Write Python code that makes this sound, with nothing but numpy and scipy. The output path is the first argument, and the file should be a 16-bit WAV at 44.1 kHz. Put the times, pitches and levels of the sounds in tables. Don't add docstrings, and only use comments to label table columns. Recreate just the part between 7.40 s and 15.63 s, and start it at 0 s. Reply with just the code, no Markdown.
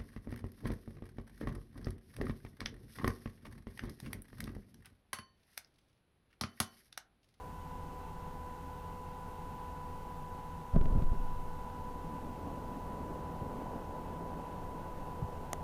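import sys
import numpy as np
from scipy.fft import rfft, irfft, next_fast_len
from scipy.io import wavfile
from scipy.ndimage import uniform_filter1d, map_coordinates

SR = 44100
rng = np.random.default_rng(int(sys.argv[2]) if len(sys.argv) > 2 else 0)


def store_pcm(level_fs):
    pcm = np.round(np.clip(level_fs, -1, 1) * 32767).astype(np.int16)
    wavfile.write(sys.argv[1], SR, np.atleast_2d(pcm).T)


N = 362943
TIME = np.arange(N) / SR


def amp(db):
    return 10 ** (np.asarray(db) / 20)


def unit(x):
    return x / np.sqrt(np.mean(x ** 2) + 1e-20)


def wobble(rate):
    knots = rng.standard_normal(int(N * rate / SR) + 4)
    coarse = TIME[::128]
    return np.interp(TIME, coarse, map_coordinates(knots, [coarse * rate]))


def filtered(x, response):
    size = next_fast_len(N + SR // 2)
    return irfft(rfft(x, size) * response(np.fft.rfftfreq(size, 1 / SR)), size)[:N]


def coloured(x, spectrum):
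    f, db = np.transpose(spectrum)
    return filtered(x, lambda hz: amp(np.interp(np.log(hz + 1), np.log(f + 1), db)))


def noise(spectrum):
    return unit(coloured(rng.standard_normal(N), spectrum))


def envelope(start_s, attack_s, hold_s, fall_db_per_s):
    t = TIME - start_s
    return np.clip(t / attack_s, 0, 1) * amp(-fall_db_per_s * np.maximum(t - attack_s - hold_s, 0))


# (frequency [Hz], relative level [dB])
MURMUR_SPECTRUM = [(4, -14), (16, 14.5), (25, 2), (55, -2.5), (90, 0), (125, -3), (160, -1), (200, -4.5),
                   (255, -3), (330, -11), (410, -6), (600, -13), (1200, -22.5), (2500, -40)]
HISS_SPECTRUM = [(100, 0), (3800, 2), (5000, 0.71), (6300, 1.1), (8000, -1), (9200, -0.26), (11000, -1),
                 (15500, -1.5)]
# (frequency [Hz], rms level [dB])
WHISTLE_TONES = [(5852, -96), (12603, -95), (13474, -94)]


def background(murmur_db, hiss_db):
    murmur = amp(murmur_db + 0.56 * wobble(4)) * noise(MURMUR_SPECTRUM)
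    hiss = amp(hiss_db) * noise(HISS_SPECTRUM)
    whistles = sum(np.sqrt(2) * amp(db) * np.sin(2 * np.pi * hz * TIME) for hz, db in WHISTLE_TONES)
    return murmur + hiss + whistles


# (multiple of the four-stroke cycle rate [-], rms level [dB])
ENGINE_ORDERS = [(8, -53), (10, -69), (13, -63), (16, -57.5), (17, -58), (19, -61.5), (21, -70), (32, -65),
                 (33, -66.5), (35, -59.5)]
# (frequency [Hz], relative level [dB])
EXHAUST_SPECTRUM = [(60, -30), (120, -14), (150, -1), (170, 0), (190, -14), (240, -10), (330, -25),
                    (900, -60)]


def diesel(cycle_hz, waver_db, exhaust_db, throb_db):
    phase = 2 * np.pi * np.cumsum(cycle_hz * (1 + 0.0031 * wobble(2.014))) / SR
    orders = np.zeros(N)
    for k, db in ENGINE_ORDERS:
        gain = np.sqrt(2) * amp(db + waver_db * wobble(2.4))
        orders += gain * np.sin(k * phase + 2 * np.pi * rng.random())
    exhaust = amp(exhaust_db + throb_db * np.sin(phase)) * noise(EXHAUST_SPECTRUM)
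    return orders + exhaust


# (time [s], frequency [Hz])
WHINE_PITCH = [(0.0, 995.4), (1.8, 995.3), (2.44, 992.4), (7.06, 991.7), (8.2, 994.9)]
# (frequency ratio [-], relative level [dB])
WHINE_PARTIALS = [(1 / 2, -8.5), (1, 0), (3 / 2, -21.3), (2, -28), (3, -37.5)]
# (frequency [Hz], half-width [Hz], relative level [dB])
BODY_RESONANCES = [(787, 79, -1), (880, 57, 1), (1005, 87, -5.5), (1136, 33, -13.5), (1300, 37, -16.5),
                   (1467, 61, -12), (1715, 210, -19.5), (2110, 170, -24.5), (2640, 162, -21.5),
                   (3016, 230, -27.5), (3800, 1000, -29)]


def motor(whine_db, flutter_db, flutter_rad, whirr_db):
    def body(f):
        return sum(amp(db) / (1 + ((f - centre) / width) ** 2) for centre, width, db in BODY_RESONANCES)

    hz = np.interp(TIME, *np.transpose(WHINE_PITCH))
    drifting_db = whine_db + 0.6 * wobble(3)
    load_db = 0.55 * (hz.mean() - hz)
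    phase = 2 * np.pi * np.cumsum(hz) / SR + flutter_rad * wobble(14)
    whine = np.zeros(N)
    for k, db in WHINE_PARTIALS:
        level_db = drifting_db + db + load_db * (k == 1) + flutter_db * wobble(18)
        whine += np.sqrt(2) * amp(level_db) * np.sin(k * phase)
    whirr = unit(filtered(rng.standard_normal(N), body))
    return whine + amp(whirr_db + 0.63 * wobble(12)) * whirr


# (frequency [Hz], initial level [dB], 60 dB decay time [s])
CASE_MODES = [(786, -27, 0.016), (1200, -29, .009), (1990, -29, 0.0075), (3230, -26.5, 0.0019),
              (6650, -21, 0.0017), (9200, -24.5, .002)]


def case_click(start_s, snap_db, snap_t60):
    t = np.arange(SR // 20) / SR
    snap = amp(snap_db - 60 * t / snap_t60) * uniform_filter1d(rng.standard_normal(len(t)), size=2)
    ring = sum(amp(db - 60 * t / t60) * np.sin(2 * np.pi * hz * t) for hz, db, t60 in CASE_MODES)
    return np.pad(snap + ring, (round(start_s * SR), N))[:N]


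def thud(centre_s, db, hz, cycles):
    pulse = np.zeros(N)
    near = slice(int(centre_s * SR) - SR // 20, int(centre_s * SR) + SR // 20)
    periods = (TIME[near] - centre_s) * hz
    pulse[near] = amp(db) * np.cos(2 * np.pi * periods) * np.exp(-(periods / cycles) ** 2 / 2)
    return pulse


def stones(spectrum, per_s, spread_db, surge_db):
    lands = rng.random(N) < per_s / SR
    hits = lands * rng.choice([-1, 1], N) * amp(spread_db * rng.standard_normal(N))
    return amp(surge_db * wobble(7)) * unit(coloured(hits, spectrum))


# (frequency [Hz], relative level [dB])
BLOCK_SPECTRUM = [(30, -15), (90, -8), (140, -4), (190, -3), (250, 0), (295, -3), (345, -11), (600, -22),
                  (1200, -34), (3000, -65)]
RUBBLE_SPECTRUM = [(60, -3.5), (150, 1), (300, -2), (470, 1.5), (640, -0.5), (720, -2), (900, -3),
                   (1130, -10), (1230, -16), (1500, -19.5), (2100, -28.5), (5000, -60)]
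# (time [s], peak level [dB], frequency [Hz])
BOULDER_IMPACTS = [(5.708, -35, 340), (6.022, -32, 125), (7.828, -27, 115), (7.846, -32, 85)]


def rockfall(start_s):
    block_gain = amp(-47.8) * envelope(start_s, attack_s=1.05, hold_s=.7, fall_db_per_s=4.2)
    rubble_gain = amp(-47.4) * envelope(start_s, attack_s=1.95, hold_s=.55, fall_db_per_s=2.2)
    blocks = block_gain * stones(BLOCK_SPECTRUM, per_s=300, spread_db=3.5, surge_db=1.1)
    rubble = rubble_gain * stones(RUBBLE_SPECTRUM, per_s=2000, spread_db=3, surge_db=.4)
    boulders = sum(thud(s, db, hz, cycles=.45) for s, db, hz in BOULDER_IMPACTS)
    return blocks + rubble + boulders


def steepness(rise_s):
    return -np.log2(rise_s * 1000)


# (frequency [Hz], relative level [dB])
SCATTER_SPECTRUM = [(25, -16), (60, -1.5), (135, 3.5), (250, -3), (330, -8), (450, -11), (600, -14),
                    (690, -13), (800, -24), (1400, -28), (2200, -49), (5000, -75)]
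HEAVE_SPECTRUM = [(5, -34), (11, -3), (17, 2), (24, -9), (35, -20), (60, -31), (200, -80)]


def pit_rumble(start_s, tail_db, tail_db_per_halving, surge_db, surge_fall_db):
    tails = [amp(db + tail_db + tail_db_per_halving * steepness(rise))
             * envelope(s, attack_s=.003, hold_s=0, fall_db_per_s=300)
             for s, db, rise in PRESSURE_FRONTS]
    surges = [amp(db + surge_db)
              * envelope(s - build, attack_s=build, hold_s=0, fall_db_per_s=surge_fall_db / build)
              for s, db, _, build in BOOM_PULSES]
    roll = amp(-37.3) * envelope(start_s, attack_s=.018, hold_s=.15, fall_db_per_s=40)
    heave = amp(-25.3) * envelope(start_s, attack_s=.03, hold_s=.28, fall_db_per_s=30)
    scatter = np.linalg.norm(tails + surges + [roll], axis=0)
    return scatter * noise(SCATTER_SPECTRUM) + heave * noise(HEAVE_SPECTRUM)


# (frequency [Hz], relative level [dB])
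OVERLOAD_CLICK_SPECTRUM = [(100, -8), (600, 0), (1500, 5), (3500, -1), (5500, -13), (9000, -32),
                           (16000, -50)]


def overload_clicks(share_db, db_per_halving):
    s, db, rise = np.transpose(PRESSURE_FRONTS)
    strength = amp(db + share_db + db_per_halving * steepness(rise))
    impulses = np.bincount(np.round(s * SR).astype(int), weights=strength, minlength=N)
    clicks = coloured(impulses, OVERLOAD_CLICK_SPECTRUM)
    return clicks * strength.max() / np.abs(clicks).max()


# (time [s], level [dB], rise time [s])
PRESSURE_FRONTS = [(3.339, -14, .002), (3.361, -18.5, .0007), (3.376, -15, .0014), (3.4132, -18, .0006),
                   (3.4572, -17, .0007), (3.526, -17, .0016), (3.5615, -17, .0015), (3.5855, -11, .0026),
                   (3.6233, -22, .0005), (3.7205, -12, .0027)]
# (time [s], peak level [dB], frequency [Hz], build-up of its surge [s])
BOOM_PULSES = [(3.365, -11, 175, .008), (3.562, -26.5, 135, .035)]


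def blast(push_s):
    fronts = np.zeros(N)
    for s, db, rise in PRESSURE_FRONTS:
        near = slice(int(s * SR) - SR // 20, int(s * SR) + SR // 2)
        t = TIME[near] - s
        onset = (1 + np.tanh(t / rise)) / 2
        age = np.maximum(t, 0) / push_s
        fronts[near] += amp(db) * onset * (1 - age) * np.exp(-age)
    booms = sum(thud(s, db, hz, cycles=.5) for s, db, hz, _ in BOOM_PULSES)
    return fronts + booms


def scene():
    far = blast(push_s=.018)
    far += pit_rumble(start_s=3.33, tail_db=-25, tail_db_per_halving=3, surge_db=-8.5, surge_fall_db=9)
    far += diesel(cycle_hz=4.765, waver_db=1.5, exhaust_db=-58.5, throb_db=5)
    far += rockfall(start_s=3.9)
    near = motor(whine_db=-50.2, flutter_db=1.03, flutter_rad=.12, whirr_db=-53.5)
    near += case_click(start_s=8.1321, snap_db=-36, snap_t60=.006)
    near += overload_clicks(share_db=-23.5, db_per_halving=7)
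    return (far + near + background(murmur_db=-49.0, hiss_db=-67.6))[None]


def record(dry):
    swing = filtered(dry[0], lambda hz: 1 / (1 + (hz / 60) ** 4))
    ducked = dry[0] / np.sqrt(1 + (swing / 0.115) ** 2)
    return filtered(ducked, lambda hz: hz < 15450)[None]


dry = scene()
out = record(dry)
store_pcm(out)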